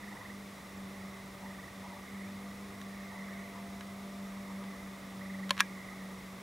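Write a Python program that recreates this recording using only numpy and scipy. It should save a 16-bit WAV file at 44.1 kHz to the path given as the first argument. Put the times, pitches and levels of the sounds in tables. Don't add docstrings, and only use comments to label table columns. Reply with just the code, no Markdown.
import sys
import numpy as np
from scipy import signal
from scipy.fft import rfft, irfft
from scipy.io import wavfile

SR = 44100
rng = np.random.default_rng(int(sys.argv[2]) if len(sys.argv) > 2 else 0)


def generate_wav(sig):
    pcm = np.round(np.clip(np.atleast_2d(sig).T, -1, 1) * 32767).astype(np.int16)
    wavfile.write(sys.argv[1], SR, pcm)


N = 283122
T = np.arange(N) / SR


def chorus(high_db=-61.5, low_db=-61.0, surge_s=0.28):
    # (time of the peak [s], rise [dB])
    surges = [(0.05, 2.5), (1.0, 3.5), (2.2, 5), (3.22, 8), (4.65, 4.5), (5.8, 6.5)]
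    swell_db = sum(db * bell(T - s, surge_s) for s, db in surges)
    low_swell_db = .25 * (swell_db - swell_db.mean())
    high = frog_crowd(hz=2000, spread=.055, pulse_s=.0028, count=1800)
    low = frog_crowd(hz=1190, spread=.04, pulse_s=.004, count=450)
    return panned(amp(high_db + swell_db) * high, left_db=-4) + amp(low_db + low_swell_db) * low


def frog_crowd(hz, spread, pulse_s, count, uneven_db=0.1):
    mid, side = np.zeros((2, N))
    t = np.arange(-SR // 50, SR // 50) / SR
    for k, (delay, pitch, loudness, bearing) in enumerate(rng.standard_normal((count, 4))):
        pip_hz = hz * np.exp(spread * pitch)
        pip = amp(uneven_db * loudness) * bell(t, pulse_s) * np.sin(2 * np.pi * pip_hz * t)
        s = (k + delay / 2) / count * T[-1] + t[0]
        add(mid, s, pip)
        add(side, s, bearing * pip)
    return unit_rms(diffuse(mid, side))


def rattles(chirps_per_s=22.8, chirp_s=.0056, sweep_per_s=11.5, octave_db=-24):
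    # (time of the first chirp [s], length [s], level [dB], pitch [Hz])
    calls = [(0.039, .285, -46.5, 1920), (1.464, .24, -48.5, 1892), (2.039, .29, -55, 1990),
             (3.006, .45, -54, 2002), (3.195, .42, -53.5, 1990), (5.217, .24, -45.5, 1960),
             (5.80, .33, -54, 1976)]
    out = np.zeros(N)
    for s, length, db, hz in calls:
        count = max(int(length * chirps_per_s) + 1, 2)
        t = T[:int(count * SR / chirps_per_s)]
        from_peak = (t * chirps_per_s % 1 - .5) / chirps_per_s
        phase = 2 * np.pi * hz * (from_peak + sweep_per_s * from_peak ** 2 / 2)
        tone = np.sin(phase) + amp(octave_db) * np.sin(2 * phase)
        add(out, s - .5 / chirps_per_s, amp(db) * bell(from_peak, chirp_s) * tone)
    return panned(banks(out, wet_db=-12), left_db=-4)


def croaks(pulses_per_s=115):
    # (time [s], length [s], level [dB], start pitch [Hz], end pitch [Hz])
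    calls = [(0.101, 0.063, -54, 779, 983), (.19, .045, -54, 1086, 1115), (1.38, .13, -56, 819, 899),
             (1.826, 0.059, -53.5, 853, 993), (1.894, 0.077, -54, 970, 837), (3.077, 0.13, -57, 830, 912),
             (3.529, 0.0795, -56, 877, 1052), (4.46, 0.081, -55.5, 950, 1013),
             (4.58, 0.076, -57, 1110, 1037)]
    out = np.zeros(N)
    for s, length, db, start_hz, end_hz in calls:
        size = int(length * SR)
        unsteady = wander(rate_hz=120)[:size]
        pulse_cycles = np.cumsum(pulses_per_s * (1 + 0.28 * unsteady)) / SR
        hz = np.linspace(start_hz, end_hz, size) * (1 + .08 * unsteady[::-1])
        sac = np.sin(2 * np.pi * np.cumsum(hz) / SR)
        croak = unit_rms(sac * (1 + np.cos(2 * np.pi * pulse_cycles)))
        add(out, s, amp(db) * croak * signal.windows.hann(size) ** .5)
    return banks(out, wet_db=-3)


def casing_clicks(crack_t60=0.02, snap_t60=0.0042, rise_s=0.00038, skew_rad=0.14):
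    # (time [s], gain [dB], place struck [0 = hollow panel, 1 = stiff edge], soft-contact cutoff [Hz])
    blows = [(2.8147, -30.5, 0.62, 14000), (3.8084, -22, 1, 2000), (4.6402, -35, 0.42, 5000),
             (5.4935, -21.5, 0.76, 9000), (5.5067, -6, 0.065, 18000), (5.5675, -27, 1, 3000),
             (5.578, -20.5, 1, 5000), (5.5887, -24, 0.74, 6000), (5.593, -19.5, 0.73, 6000),
             (5.599, -14, 0.55, 6000), (5.6036, -12, 0.95, 5000), (5.6048, 0.5, 0.9, 16000)]
    # (frequency [Hz], t60 [s], gain from the panel [dB], gain from the edge [dB])
    modes = [(586, 0.061, -22, -48), (1050, 0.032, -11.5, -29), (1148, .04, -44, -19.5),
             (1280, 0.027, -32, -18), (1460, 0.017, -33, -20), (1652, .065, -34, -22),
             (1720, 0.023, -17, -18), (1840, 0.051, -31, -25.5), (2110, 0.039, -44, -25.5),
             (2272, 0.019, -14, -41), (2370, 0.079, -40, -33), (2769, 0.014, -30, -32),
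             (3100, 0.0083, -4.5, -14), (3370, 0.013, -17, -23), (3840, 0.015, -13, -16),
             (4240, 0.012, -9.5, -25), (5270, 0.011, -21, -23), (5670, 0.016, -29, -23),
             (6120, 0.016, -37, -22.5), (7240, 0.008, -20, -25), (9260, 0.0063, -18, -26),
             (11400, 0.0066, -29, -29)]
    # (frequency [Hz], relative density [dB])
    crack_spectrum = [(100, -45), (850, -29), (1300, 6), (2700, 1.5), (4200, 0.5), (4800, -13),
                      (6000, -7.5), (8300, -16), (11000, -11), (16000, -28)]
    out, t = np.zeros((2, N)), T[:SR // 5]
    attack = 1 - np.exp(-t / rise_s)
    for s, db, place, soft_hz in blows:
        burst = amp(-16 - 60 * t / crack_t60) + place * amp(-8 - 60 * t / snap_t60)
        crack_mid, crack_side = noise(crack_spectrum, len(t)), noise(crack_spectrum, len(t))
        soft_pole = np.exp(-2 * np.pi * soft_hz / SR)
        low_cut_hz = np.interp(place, [0, 1], [480, 1040])
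        no_bass = signal.butter(4, low_cut_hz, "high", fs=SR, output="sos")
        for channel, sign in enumerate((1, -1)):
            ring = np.zeros(len(t))
            for k, (hz, t60, panel_db, edge_db) in enumerate(modes):
                decay = amp(panel_db + place * (edge_db - panel_db) - 60 * t / t60)
                ring += decay * np.sin(2 * np.pi * hz * t + (-1) ** k * sign * skew_rad)
            blow = attack * (ring + burst * (crack_mid + 0.13 * sign * crack_side))
            dulled = signal.lfilter([1 - soft_pole], [1, -soft_pole], blow)
            add(out[channel], s, amp(db) * signal.sosfilt(no_bass, dulled))
    return panned(out, left_db=-0.3) + amp(-22) * reflections(out.mean(0), t60=0.12)


def motor(scattered_db=-58.5, fading_db=3, whine_peak_s=3.66, whine_fade_s=.7):
    # (time [s], firing rate [Hz])
    speed = [(0.0, 100.9), (0.7, 97.4), (1.09, 96.95), (1.81, 96.7), (2.59, 99.06), (3.2, 97.74),
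             (4.09, 98.4), (5.02, 96.6), (6.35, 95.04), (6.42, 95.9)]
    # (time [s], level [dB])
    carry = [(0.0, -53), (0.53, -51), (0.59, -56), (0.86, -45), (1.32, -54), (1.47, -45), (1.72, -53.5),
             (1.88, -46), (2.07, -55.5), (2.14, -46), (3.15, -48), (3.29, -43.5), (3.57, -47.5),
             (4.67, -43), (4.81, -49), (5.43, -41), (5.56, -47), (6.42, -49.5)]
    # (frequency [multiple of the firing rate], relative level [dB])
    partials = [(1, -21.5), (2.5, -19), (3, -18), (4, -18.5), (5, -21), (6, -15)]
    phase = 2 * np.pi * np.cumsum(curve(speed)) / SR
    level_db = curve(carry)
    scattered = wander(rate_hz=8.5) * np.sin(2 * phase) + wander(rate_hz=8.5) * np.cos(2 * phase)
    drone = amp(level_db) * np.sin(2 * phase) + amp(scattered_db) * scattered / np.sqrt(2)
    whine_db = -68 + 11 * np.exp(-abs(T - whine_peak_s) / whine_fade_s)
    whine = amp(whine_db) * np.sin(7 * phase)
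    overtones = np.zeros(N)
    for multiple, db in partials:
        gain = amp(db + fading_db * wander(rate_hz=12))
        overtones += gain * np.sin(multiple * phase + 2 * np.pi * rng.random())
    overtone_gain = amp(-49 + 0.34 * (level_db - level_db.mean()))
    return np.sqrt(2) * (drone + whine + overtone_gain * overtones)


def air_and_hiss(air_db=-52.5, hiss_db=-57.5):
    # (frequency [Hz], relative density [dB])
    air_spectrum = [(15, -28), (35, -8.5), (62, 0.5), (110, 0.5), (200, -1), (400, -4), (700, -6),
                    (1000, -5), (1300, -8.5), (1600, -12), (2400, -12), (3000, -23.5), (6000, -39),
                    (16000, -50)]
    hiss_spectrum = [(100, -5.5), (2500, 0), (3200, 1), (3500, 5.5), (3950, 3), (4400, -0.5), (5600, 1),
                     (6100, -1), (8000, -3), (10600, -4), (12500, -7), (16000, -8)]
    air = diffuse(noise(air_spectrum), noise(air_spectrum))
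    hiss = diffuse(noise(hiss_spectrum), noise(hiss_spectrum))
    return amp(air_db) * air + amp(hiss_db) * hiss


def banks(x, wet_db, t60=.25):
    return x + amp(wet_db) * diffuse(reflections(x, t60), reflections(x, t60))


def reflections(x, t60):
    t = T[:SR // 2]
    tail = rng.standard_normal(len(t)) * amp(-60 * t / t60)
    return signal.fftconvolve(x, tail / np.linalg.norm(tail))[:N]


def diffuse(mid, side):
    # (frequency [Hz], side gain [dB])
    width = [(60, -33), (120, -36), (200, -29), (380, -10), (700, -9.5), (1300, -11), (2400, -9),
             (4400, -13), (8100, -26), (15000, -64)]
    side = shaped(side, width)
    return np.array([mid + side, mid - side])


def panned(x, left_db):
    return x * amp([[left_db / 2], [-left_db / 2]])


def shaped(x, spectrum):
    hz, db = np.transpose(spectrum)
    bins_hz = np.fft.rfftfreq(len(x), 1 / SR)
    gain = amp(np.interp(np.log(bins_hz + 1), np.log(hz + 1), db))
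    return irfft(rfft(x) * gain, len(x))


def noise(spectrum, size=N):
    return unit_rms(shaped(rng.standard_normal(size), spectrum))


def wander(rate_hz):
    hz = np.fft.rfftfreq(N, 1 / SR)
    return unit_rms(irfft(rfft(rng.standard_normal(N)) * np.exp(-(hz / rate_hz) ** 2), N))


def bell(t, sigma):
    return np.exp(-.5 * (t / sigma) ** 2)


def curve(rows):
    return np.interp(T, *np.transpose(rows))


def add(mix, s, sound):
    start = round(s * SR)
    sound = sound[max(-start, 0):]
    part = mix[max(start, 0):][:len(sound)]
    part += sound[:len(part)]


def amp(db):
    return 10 ** (np.asarray(db) / 20)


def unit_rms(x):
    return x / np.sqrt(np.mean(x ** 2) + 1e-20)


def scene():
    return air_and_hiss() + motor() + chorus() + rattles() + croaks() + casing_clicks()


def record(dry):
    low_pass = signal.firwin(511, 15800, window=("kaiser", 9), fs=SR)
    return signal.oaconvolve(dry, low_pass[None], "same")


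dry = scene()
out = record(dry)
generate_wav(out)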